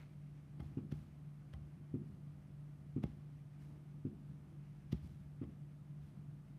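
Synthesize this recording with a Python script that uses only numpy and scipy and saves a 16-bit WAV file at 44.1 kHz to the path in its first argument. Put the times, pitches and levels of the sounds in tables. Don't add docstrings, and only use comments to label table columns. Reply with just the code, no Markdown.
import sys
import numpy as np
from scipy import signal
from scipy.fft import rfft, irfft, next_fast_len
from scipy.io import wavfile
from scipy.ndimage import uniform_filter1d

SR = 44100
rng = np.random.default_rng(int(sys.argv[2]) if len(sys.argv) > 2 else 0)


def unload_wav(signal):
    wavfile.write(
        sys.argv[1],
        SR,
        np.round(np.clip(np.atleast_2d(signal).T, -1, 1) * 32767).astype(np.int16),
    )


N = 290590
TIME = np.arange(N) / SR


def undb(db):
    return 10 ** (np.asarray(db) / 20)


def colour(x, eq):
    hz, db = np.transpose(eq)
    size = next_fast_len(len(x), True)
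    bins = np.maximum(np.fft.rfftfreq(size, 1 / SR), 1)
    gain = undb(np.interp(np.log(bins), np.log(hz), db))
    y = irfft(rfft(x, size) * gain, size)[:len(x)]
    return y / np.std(y)


def noise(eq):
    return colour(rng.standard_normal(N), eq)


def drift(rate):
    hold = int(SR / rate)
    steps = np.repeat(rng.standard_normal(N // hold + 1), hold)[:N]
    y = uniform_filter1d(uniform_filter1d(steps, hold), hold)
    return y / np.std(y)


def friction(eq, grain_db):
    return colour(rng.standard_normal(N) * undb(grain_db * np.clip(drift(1500), -2, 2)), eq)


def swell(start, attack_s):
    age = np.maximum(TIME - start, 0) / attack_s
    return age * np.exp(1 - age)


def decay(t, t60):
    return np.exp(-np.log(1000) * t / t60)


def strike(start, modes, contact_s, pitch=1):
    t = TIME[:SR // 5]
    ring = sum(np.sign(polarity) * undb(db) * np.sin(2 * np.pi * hz * pitch * t) * decay(t, t60)
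               for hz, db, t60, polarity in modes)
    push = np.sin(np.pi * np.minimum(t / contact_s, 1)) ** 2
    ring = signal.fftconvolve(ring, push / push.sum())[:len(t)]
    return np.interp(TIME, t + start - contact_s / 2, ring, left=0, right=0)


# (frequency [Hz], level [dB])
AIR_EQ = [(22, -41), (33, -11), (45, -15), (70, 0.5), (95, -2.5), (130, 3.5), (185, 0), (230, -9.5),
          (280, -8.5), (345, -13), (420, -21.5), (750, -24), (920, -29.5), (1200, -27), (2500, -40),
          (6000, -57)]
HISS_EQ = [(500, -2.5), (3000, 7.5), (5500, 2.5), (7600, 0.5), (8300, 3.5), (9500, 4), (10300, 1),
           (12000, 2), (13700, -5), (14400, -21), (15200, -24)]

def room_tone(air_db=-59.0, hiss_db=-85.0, waver_db=0.43):
    return undb(air_db + waver_db * drift(6.0)) * noise(AIR_EQ) + undb(hiss_db) * noise(HISS_EQ)


# (frequency [Hz], level [dB])
MOTOR_TONES = [(48.5, -72.5), (194, -70.5), (264, -80), (291.5, -80.5), (629.8, -89.5), (872.1, -93),
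               (921.5, -101)]

def motor_hum(pitch_hz=146.14, level_db=-54.5, throb_db=2.5, period_s=0.335, crest_s=0.28):
    throb = np.cos(2 * np.pi * (TIME - crest_s) / period_s)
    main = undb(level_db + throb_db * throb) * np.sin(2 * np.pi * pitch_hz * TIME + 0.067 * drift(8.2))
    faint = sum(undb(db + 2 * drift(5.5)) * np.sin(2 * np.pi * hz * TIME + drift(2))
                for hz, db in MOTOR_TONES)
    return np.sqrt(2) * (main + faint)


# (time [s], level [dB])
SWEEP_FADE = [(0, -65), (.06, -77), (.13, -80), (.22, -104), (.3, -110)]
# (frequency [Hz], level [dB])
FUR_EQ = [(300, -6), (700, 7.5), (1400, 2), (2100, 6), (3000, 0), (4000, -11), (6000, -7.5), (8000, -23),
          (14000, -39)]
SWEEP_EQ = [(500, -2), (1300, -5), (2200, -2), (3000, -12.5), (3900, -11.5), (5000, -19), (9000, -27)]

def fur_strokes(level_db=-83.5, pressure_db=0.05, flutter_db=2.0):
    touch = undb(level_db + pressure_db * drift(2.5) + flutter_db * drift(25))
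    petting = touch * friction(FUR_EQ, grain_db=0.5)
    sweep = undb(np.interp(TIME, *np.transpose(SWEEP_FADE))) * friction(SWEEP_EQ, grain_db=4.5)
    return petting + sweep


# (peak time [s], half length [s], level [dB])
TURN_CUES = [(0.667, 0.11, -66), (3.718, .14, -64), (3.965, .06, -67.5), (4.485, .13, -67)]
# (frequency [Hz], level [dB])
TURN_EQ = [(120, -21), (220, -2), (320, 1.5), (400, -12.5), (550, -23), (800, -22.5), (1500, -33),
           (6000, -55)]

def case_turns():
    speed = sum(undb(db) * np.exp(-((TIME - peak) / half) ** 2) for peak, half, db in TURN_CUES)
    return speed * friction(TURN_EQ, grain_db=4)


# (time [s], rumble level [dB], hiss level [dB])
DRAG_CUES = [(0.603, -51.5, -79), (0.927, -50.5, -76.5), (1.54, -56.5, -100), (2.03, -57.5, -84.5),
             (3.05, -52.5, -85), (3.58, -77, -78), (4.26, -61, -87), (5.016, -50.5, -75.5),
             (5.17, -56.5, -89), (6.0, -62, -81)]
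# (frequency [Hz], level [dB])
RUMBLE_EQ = [(30, -49), (50, -17), (68, 9), (100, 1), (200, -3.5), (400, -30), (900, -76)]
SKIN_EQ = [(1000, 7), (4000, 2), (7000, -4.5), (12000, -5), (15500, -13)]

def palm_drags(attack_s=0.047):
    rumble, hiss = noise(RUMBLE_EQ), friction(SKIN_EQ, grain_db=3.5)
    return sum(swell(start, attack_s) * (undb(rumble_db) * rumble + undb(hiss_db) * hiss)
               for start, rumble_db, hiss_db in DRAG_CUES)


# (frequency [Hz], level [dB], decay t60 [s], polarity [+/-])
CASE_MODES = [(169, 6, 0.012, -1), (118.4, 0.5, 0.03, 1), (365, -7.5, 0.023, 1), (573, -12.5, 0.012, -1)]

def case_thump(start, contact_s):
    return strike(start, CASE_MODES, contact_s)


# (time [s], level [dB], contact [s])
BUMP_CUES = [(0.6244, -29, 0.0041), (4.9363, -34, 0.003), (4.9465, -28, 0.0034), (5.045, -36.5, 0.0035),
             (5.057, -33.5, 0.0047)]

def finger_bumps():
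    return sum(undb(db) * case_thump(start, contact_s) for start, db, contact_s in BUMP_CUES)


def case_sway(start, hz, t60=0.12, attack_s=0.0057, lag_s=0.011):
    t = np.maximum(TIME - start - lag_s, 0)
    return 2 * np.sin(2 * np.pi * hz * t) * (1 - np.exp(-t / attack_s)) * decay(t, t60)


# (frequency [Hz], level [dB])
SCUFF_EQ = [(300, -1), (720, 9.5), (950, -1), (1300, 2.5), (2200, -0.5), (3400, -0.5), (4100, -5),
            (5800, -8.5), (7500, -20), (9500, -14.5), (10800, -17.5), (12500, -18), (15500, -18)]

def skin_scuff(catch, tilt_db, slip_s=0.0045, stop_s=0.0011, tail_s=0.066, tail_db=-19, grain_db=4):
    t = TIME[:SR // 4] - TIME[SR // 20]
    jerks = rng.standard_normal(len(t)) * undb(grain_db * np.clip(drift(4000)[:len(t)], -2, 2))
    skin = colour(jerks, [(hz, db + tilt_db * np.log2(hz)) for hz, db in SCUFF_EQ])
    before, after = np.minimum(t, 0), np.maximum(t, 0)
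    release = np.exp(-after / stop_s) + undb(tail_db) * np.exp(-after / tail_s)
    speed = np.exp(before / slip_s) * release
    return np.interp(TIME, t + catch, speed * skin, left=0, right=0)


# (time [s], scuff level [dB], tick level [dB], thump level [dB],
# contact [s], thump lag [s], sway frequency [Hz], sway level against the thump [dB])
SLIP_CUES = [(0.605, -52.5, -53, -29.5, 0.0039, -0.0051, 85, -18.5),
             (0.9229, -53.5, -56.5, -21.5, 0.0028, 0.0003, 61, -28),
             (1.538, -56.5, -52.5, -24.5, 0.007, 0.0026, 72, -23),
             (3.0384, -50.5, -49.5, -21, 0.0014, 0.00028, 67, -23),
             (4.928, -50, -54.5, -17, 0.0028, -.0002, 68, -20.5),
             (5.44, -60.5, -60, -32.5, 0.0019, -0.0051, 76, -15)]
# (frequency [Hz], level [dB], decay t60 [s], polarity [+/-])
SHELL_MODES = [(696, -14, 0.08, 1), (803, -12.5, 0.2, 1), (1100, -12.5, 0.073, 1), (1280, -21.5, 0.12, 1),
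               (2072, -11, 0.05, -1), (2480, -33, 0.043, 1), (3190, -15, 0.049, 1), (4500, -33, 0.024, -1),
               (5270, -20, 0.033, 1), (6660, -31, 0.0091, -1), (8900, -11.5, 0.0089, 1),
               (12900, -8, 0.002, -1)]

def finger_slips(rebound_s=0.0138, rebound_db=-13.0, pitch_spread=0.025, flat_db=-20, tilt_per_db=0.47):
    mix = 0
    pitches = 1 + pitch_spread * rng.standard_normal(len(SLIP_CUES))
    for cue, pitch in zip(SLIP_CUES, pitches):
        start, scuff_db, tick_db, thump_db, contact_s, lag_s, sway_hz, sway_db = cue
        tick = strike(start, SHELL_MODES, 3 / SR, pitch)
        tilt_db = tilt_per_db * (thump_db - flat_db)
        mix += undb(scuff_db) * skin_scuff(start, tilt_db) + undb(tick_db) * tick
        hit = start + lag_s
        thump = case_thump(hit, contact_s) + undb(rebound_db) * case_thump(hit + rebound_s, contact_s)
        mix += undb(thump_db) * (thump + undb(sway_db) * case_sway(hit, sway_hz))
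    return mix


# (frequency [Hz], level [dB])
REVERB_EQ = [(50, 10.5), (110, -6.5), (200, 3), (270, -4), (360, -0.5), (500, -4), (900, 8), (3000, -21),
             (9000, -50)]

def room_reverb(x, t60=0.49, wet_db=-6.5, build_s=0.029):
    t = TIME[:SR]
    tail = noise(REVERB_EQ)[:SR] * decay(t, t60) * (1 - np.exp(-(t / build_s) ** 2))
    low_mids = np.abs(rfft(tail))[100:400]
    return undb(wet_db) * signal.fftconvolve(x, tail)[:N] / np.sqrt(np.mean(low_mids ** 2))


# (time [s], level [dB], rasp level against the knock [dB], pitch [ratio])
KNOCK_CUES = [(0.7704, -32.5, -36, 0.98), (1.9394, -30.5, -44.5, 1.0), (2.962, -29.5, -41.5, 0.97),
              (4.0495, -32, -44, .98), (5.4135, -33.5, -35.5, 0.96)]
# (delay [s], level [dB])
KNOCK_BOUNCES = [(0, 3), (.0074, 0.5), (0.0148, 0.5), (0.0194, -4)]
# (frequency [Hz], level [dB], decay t60 [s], polarity [+/-])
KNOCK_MODES = [(97, -9.5, 0.13, 1), (232.3, 0.5, 0.029, -1), (350.4, -6, 0.11, 1), (476, -17, 0.052, -1),
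               (850, -42, 0.066, 1), (1199, -13, 0.098, 1)]
# (frequency [Hz], level [dB])
RASP_EQ = [(400, -20), (800, -4), (1250, -4.5), (1700, -15), (2500, -10), (5000, -33), (12000, -52)]

def loose_knocks(contact_s=0.0023, rasp_attack_s=0.011):
    direct = sum(undb(db + bounce_db) * strike(start + delay, KNOCK_MODES, contact_s, pitch)
                 for start, db, _, pitch in KNOCK_CUES for delay, bounce_db in KNOCK_BOUNCES)
    rub = sum(undb(db + rasp_db) * swell(start, rasp_attack_s) for start, db, rasp_db, _ in KNOCK_CUES)
    rasp = rub * friction(RASP_EQ, grain_db=-1.5)
    return direct + rasp + room_reverb(direct)


def scene():
    front = loose_knocks() + finger_slips() + finger_bumps() + case_turns() + palm_drags()
    return (front + fur_strokes() + motor_hum() + room_tone())[None]


def record(dry):
    low_cut = signal.butter(4, 36, "high", fs=SR, output="sos")
    high_cut = signal.ellip(8, 0.2, 70, 15400, fs=SR, output="sos")
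    return signal.sosfilt(high_cut, signal.sosfiltfilt(low_cut, dry))


dry = scene()
out = record(dry)
unload_wav(out)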